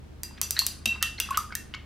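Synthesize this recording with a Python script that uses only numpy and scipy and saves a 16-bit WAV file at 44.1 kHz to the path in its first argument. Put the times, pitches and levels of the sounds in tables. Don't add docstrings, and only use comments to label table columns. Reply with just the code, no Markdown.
import sys
import numpy as np
from scipy import signal
from scipy.fft import rfft, irfft, next_fast_len
from scipy.io import wavfile
from scipy.ndimage import map_coordinates

SR = 44100
rng = np.random.default_rng(int(sys.argv[2]) if len(sys.argv) > 2 else 0)


def to_wav(sig):
    pcm = np.clip(np.atleast_2d(sig), -1, 1) * 32767
    pcm = np.round(pcm).astype(np.int16)
    wavfile.write(sys.argv[1], SR, pcm.T)


N = 81585

# frequency in Hz, rms level in dB.
HUM_TONES = [(48.4, -54), (75.2, -48), (123.8, -60.5), (204.6, -60)]
# frequency in Hz, relative noise density in dB.
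AIR_COLOUR = [(25, -16), (80, -8), (212, -10), (335, -14), (500, -21.5), (3500, -36), (16000, -51.5)]
# frequency in Hz, left-right correlation.
AIR_CORRELATION = [(60, 0.95), (130, 0.82), (250, 0.033), (4000, 0.079)]
# frequency in Hz, time to fall 60 dB (t60) in seconds.
REVERB_T60 = [(1300, 0.32), (9000, 0.39), (16000, 0.13)]
# frequency in Hz, relative level in dB.
REVERB_COLOUR = [(1200, 5), (3000, 5.5), (8000, -4.5), (16000, 0.5)]
# frequency in Hz, added side gain in dB.
REVERB_WIDTH = [(1000, -10.5), (3000, -12.5), (8000, 6)]
# frequency in Hz, level in dB, t60 in seconds.
PALETTE_MODES = [(82.5, -19, 0.083), (221, -26, 0.13), (345, -26, 0.049)]
# crest time and width in seconds, level in dB, pitch in Hz.
SPLASH_CRESTS = [(0.311, 0.0016, -46, 2110), (0.381, 0.0065, -49.5, 3010), (0.579, 0.016, -41, 2770),
                 (0.943, 0.031, -50, 2090), (1.019, 0.0055, -43, 2330), (1.188, 0.0058, -40, 3220),
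                 (1.272, 0.01, -48, 3600), (1.35, 0.033, -42.5, 2350), (1.5256, 0.0032, -36, 2630),
                 (1.746, 0.0066, -39.5, 3080)]
# start in seconds, starting pitch in Hz, peak in dB, swell and t60 in seconds.
BRUSH_BUBBLES = [(0.4146, 1100, -26, 0.00019, 0.0068), (0.5660, 1790, -25.5, 0.00062, 0.0081),
                 (0.564, 4170, -28.5, 0.0018, 0.048), (0.566, 3770, -29, 0.0015, 0.064),
                 (0.5748, 1804, -27, 0.00075, 0.016), (0.5909, 4350, -8.5, 0.00081, 0.014),
                 (0.598, 4110, -17, 0.0014, 0.014), (0.617, 1053, -29, 0.0024, 0.0086),
                 (0.617, 4100, -28, 0.0012, 0.015), (1.018, 1660, -35, 0.00057, 0.0071),
                 (1.0292, 3015, -27.5, 0.00076, 0.063), (1.027, 1810, -22, 0.00078, 0.023),
                 (1.026, 1298, -22, 0.0017, 0.0084), (1.181, 4150, -34, 0.0007, 0.047),
                 (1.2020, 2703, -19, 0.0021, 0.014), (1.2884, 1190, -28, 0.0016, 0.01),
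                 (1.3064, 1050, -20.5, 0.0089, 0.025), (1.321, 1420, -32.5, 0.002, 0.025),
                 (1.306, 2540, -34.5, 0.0016, 0.021), (1.343, 1410, -28.5, 0.0015, 0.032),
                 (1.345, 2820, -30.5, 0.0019, 0.017), (1.35, 3190, -35, 0.0018, 0.022),
                 (1.37, 1055, -28, .002, 0.027), (1.3744, 1201, -13, 0.0041, 0.011),
                 (1.5051, 1533, -37.5, 0.0015, 0.02), (1.5237, 2146, -35, 0.00049, 0.038),
                 (1.554, 1766, -27.5, 0.001, 0.028), (1.7390, 2970, -24, 0.00027, 0.0079),
                 (1.746, 2144, -32.5, 0.0003, 0.042), (1.746, 1170, -36.5, 0.00082, 0.016)]
# frequency in Hz, relative level in dB, t60 in seconds.
GLASS_MODES = [(2706, -0.5, 0.31), (3864, -13, 0.19), (4740, -2, 0.17), (4833, -1, 0.4), (5800, -8.5, 0.22),
               (6035, 1, 0.15), (7670, -1, 0.3), (9200, 0.5, 0.19), (11400, 6, 0.17)]
# centre in seconds, gain in dB, width in seconds.
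GLASS_DIPS = [(0.416, -15, 0.0083), (0.8692, -42, 0.003), (0.907, -0.5, 0.0034)]
# frequency in Hz, relative level in dB.
CLICK_COLOUR = [(200, -22.5), (700, -13), (1500, -7), (3000, -7.5), (6000, 8), (10000, 4.5), (14000, 6),
                (17000, -11.5)]
CHATTER_COLOUR = [(200, -20), (700, -2), (1500, -3), (3000, 11), (6000, 7), (10000, 7), (14000, 5),
                  (17000, -74.5)]
# start in seconds, click and chatter levels in dB, chatter tilt in dB per
# octave, then ring gains in dB for the lowest two modes, the 4.8 kHz pair, the 6 kHz pair and the rest.
HANDLE_STRIKES = [(0.234, -11.5, -44.5, -33, -50, -41, -44, -51.5),
                  (0.4153, -2, -28, -1.5, -42, -39, -25, -39), (0.5082, -3.5, -29, 9, -45, -40.5, -37, -52),
                  (0.5912, -6, -19.5, 3.5, -40.5, -37, -35.5, -40),
                  (0.6661, -3, -23.5, 4, -49, -41.5, -45, -47),
                  (0.8568, -15.5, -20, -3, -17.5, -41.5, -32.5, -43),
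                  (1.0267, -2, -19.5, -2.5, -28, -41.5, -36, -47),
                  (1.2011, -4.5, -23.5, -1.5, -35.5, -40.5, -35, -48),
                  (1.3076, -21, -38.5, 4, -50, -59, -53, -55), (1.3737, -4.5, -27, 5, -54, -43, -41, -46),
                  (1.553, -7, -33, 0.5, -43.5, -53.5, -50, -67)]

AIR_DB, HUM_WAVER_DB = -49.5, 1.5
KNOCK_SEND_DB, RING_SEND_DB, WATER_SEND_DB, REVERB_RISE_S = -8, -13, -10.5, 0.003
THUD_START_S, THUD_RISE_S = 0.858, 0.016
DROPLETS_PER_S, DROPLET_LOG_SPREAD, DROPLET_T60_CYCLES = 1100, 0.804, 30
STIR_START_S, STIR_HZ, STIR_DB = 0.31, 2333, -63
BUBBLE_RISE_PER_S = 5.5
SHIMMER_HZ, SHIMMER_DB, SHIMMER_SPREAD_DB, SHIMMER_T60_S = (3200, 13500), -10, 4, 0.17
RING_ATTACK_S, MODE_SPREAD_DB, FLUTTER_DB, FLUTTER_HZ = 0.00089, 1.5, 3.5, 19
SLOSH_DEPTH, SLOSH_HZ = 0.0045, 7.23
CHATTER_T60_S, CHATTER_SIDE_DB, TILT_FROM_HZ = 0.031, -9.5, 2300
NEAR_ECHO_S, NEAR_ECHO_DB = 0.0025, -12.5


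def amp(db):
    return 10 ** (np.asarray(db) / 20)


def unit(x):
    return x / np.sqrt(np.mean(x ** 2) + 1e-20)


def along(points, hz):
    freqs, values = np.transpose(points)
    return np.interp(np.log(hz + 1), np.log(freqs + 1), values)


def fade(t, t60):
    return amp(-60 * t / t60)


def wobble(rate):
    return map_coordinates(rng.standard_normal(256), [np.arange(N) * rate / SR], mode="wrap")


def filtered(x, response):
    n = x.shape[-1]
    size = next_fast_len(2 * n)
    return irfft(rfft(x, size) * response(np.fft.rfftfreq(size, 1 / SR)), size)[..., :n]


def add(track, start_s, sound):
    i = int(np.clip(round(start_s * SR), 0, N))
    track[..., i:i + sound.shape[-1]] += sound[..., :N - i]


def background():
    t = np.arange(N) / SR
    hum = np.zeros(N)
    for hz, db in HUM_TONES:
        peak = np.sqrt(2) * amp(db + HUM_WAVER_DB * wobble(6.36))
        hum += peak * np.sin(2 * np.pi * hz * t + 1.11 * wobble(5.72))
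    angle = lambda f: np.arccos(np.clip(along(AIR_CORRELATION, f), -1, 1)) / 2
    mid_side_gains = lambda f: amp(along(AIR_COLOUR, f)) * [np.cos(angle(f)), np.sin(angle(f))]
    mid, side = filtered(rng.standard_normal((2, N)), mid_side_gains)
    return hum + amp(AIR_DB) * unit(np.array([mid + side, mid - side]))


def room(x, side_db):
    hz, t, noise = signal.stft(rng.standard_normal((2, SR // 2)), SR, nperseg=256)
    decay = fade(t, along(REVERB_T60, hz)[:, None])
    _, tail = signal.istft(noise * decay * amp(along(REVERB_COLOUR, hz))[:, None], SR)
    tail *= 1 - np.exp(-(np.arange(tail.shape[1]) / SR / REVERB_RISE_S) ** 2)
    mid, side = signal.fftconvolve(x[None], tail / np.linalg.norm(tail[0]), axes=1)[:, :N]
    side = filtered(side, lambda f: amp(side_db + along(REVERB_WIDTH, f)))
    return np.array([mid + side, mid - side])


def thud():
    out, t = np.zeros(N), np.arange(SR // 2) / SR
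    modes = sum(amp(db) * fade(t, t60) * np.sin(2 * np.pi * hz * t) for hz, db, t60 in PALETTE_MODES)
    add(out, THUD_START_S, modes * (1 - np.exp(-(t / THUD_RISE_S) ** 2)))
    return out


def droplets(centre_hz):
    when, pitch, strength = rng.random((int(DROPLETS_PER_S * N / SR), 3)).T[:, :, None]
    age = np.arange(SR // 80)
    cycles = centre_hz * np.exp(DROPLET_LOG_SPREAD * (2 * pitch - 1)) * age / SR
    grains = amp(10 * strength) * np.sin(2 * np.pi * cycles) * fade(cycles, DROPLET_T60_CYCLES)
    positions = (when * N).astype(int) + age
    return unit(np.bincount(positions.ravel(), grains.ravel(), N)[:N])


def splashes():
    t = np.arange(N) / SR
    crests = sum(amp(db) * np.exp(-0.5 * ((t - crest) / width) ** 2) * droplets(hz)
                 for crest, width, db, hz in SPLASH_CRESTS)
    return crests + amp(STIR_DB) * (t > STIR_START_S) * droplets(STIR_HZ)


def bubbles():
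    out, t = np.zeros(N), np.arange(SR // 8) / SR
    for start, hz, db, swell, t60 in BRUSH_BUBBLES:
        envelope = (1 - np.exp(-(t / swell) ** 2)) * fade(t, t60)
        chirp = np.sin(2 * np.pi * hz * (t + BUBBLE_RISE_PER_S * t * t / 2))
        add(out, start, amp(db) * envelope / envelope.max() * chirp)
    return out


def glass_ring(t, ring_db):
    shimmer = [(hz, SHIMMER_DB + SHIMMER_SPREAD_DB * rng.standard_normal(), SHIMMER_T60_S)
               for hz in rng.uniform(*SHIMMER_HZ, size=30)]
    hz, mode_db, t60 = np.transpose(GLASS_MODES + shimmer)[:, :, None]
    struck_db = np.take(ring_db, np.arange(len(hz)) // 2, mode="clip")[:, None]
    gains = amp(struck_db + mode_db + MODE_SPREAD_DB * rng.standard_normal(hz.shape))
    bend = 1 + SLOSH_DEPTH * np.sin(2 * np.pi * (SLOSH_HZ * t + rng.random(hz.shape)))
    beat_hz = FLUTTER_HZ * rng.uniform(0.5, 2.02, hz.shape)
    flutter = amp(FLUTTER_DB * np.sin(2 * np.pi * (beat_hz * t + rng.random(hz.shape))))
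    cycles = np.cumsum(hz * bend, axis=1) / SR + rng.random(hz.shape)
    modes = gains * flutter * fade(t, t60) * np.sin(2 * np.pi * cycles)
    return modes.sum(0) * (1 - np.exp(-t / RING_ATTACK_S))


def handle_chatter(t, tilt_db):
    octaves = lambda f: np.log2(np.maximum(f, TILT_FROM_HZ) / TILT_FROM_HZ)
    colour = lambda f: amp(along(CHATTER_COLOUR, f) + tilt_db * octaves(f))
    return unit(filtered(rng.standard_normal((2, len(t))), colour)) * fade(t, CHATTER_T60_S)


def handle_click(size=1024):
    cepstrum = irfft(np.log(amp(along(CLICK_COLOUR, np.fft.rfftfreq(size, 1 / SR)))))
    cepstrum[1:size // 2] *= 2
    cepstrum[size // 2 + 1:] = 0
    pulse = irfft(np.exp(rfft(cepstrum)))
    return pulse / np.abs(pulse).max()


def clinks():
    clicks, chatters, rings = np.zeros(N), np.zeros((2, N)), np.zeros(N)
    click, t = handle_click(), np.arange(SR // 2) / SR
    for start, click_db, chatter_db, tilt_db, *ring_db in HANDLE_STRIKES:
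        add(clicks, start, amp(click_db) * click)
        add(clicks, start + NEAR_ECHO_S, amp(click_db + NEAR_ECHO_DB) * click)
        add(chatters, start, amp(chatter_db) * handle_chatter(t, tilt_db))
        add(rings, start, glass_ring(t, ring_db))
    dips_db = sum(db * np.exp(-0.5 * ((np.arange(N) / SR - centre) / width) ** 2)
                  for centre, db, width in GLASS_DIPS)
    return clicks, chatters, rings * amp(dips_db)


def scene():
    clicks, (chatter_mid, chatter_side), rings = clinks()
    knocks = clicks + chatter_mid
    width = amp(CHATTER_SIDE_DB) * np.array([chatter_side, -chatter_side])
    water = bubbles() + splashes()
    reverb = room(amp(KNOCK_SEND_DB) * knocks + amp(RING_SEND_DB) * rings, side_db=-4.5)
    reverb += room(amp(WATER_SEND_DB) * water, side_db=-3.5)
    return background() + reverb + thud() + water + rings + knocks + width


def record(dry, top_hz=16900):
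    return filtered(dry, lambda hz: 1 / (1 + (hz / top_hz) ** 80))


dry = scene()
out = record(dry)
to_wav(out)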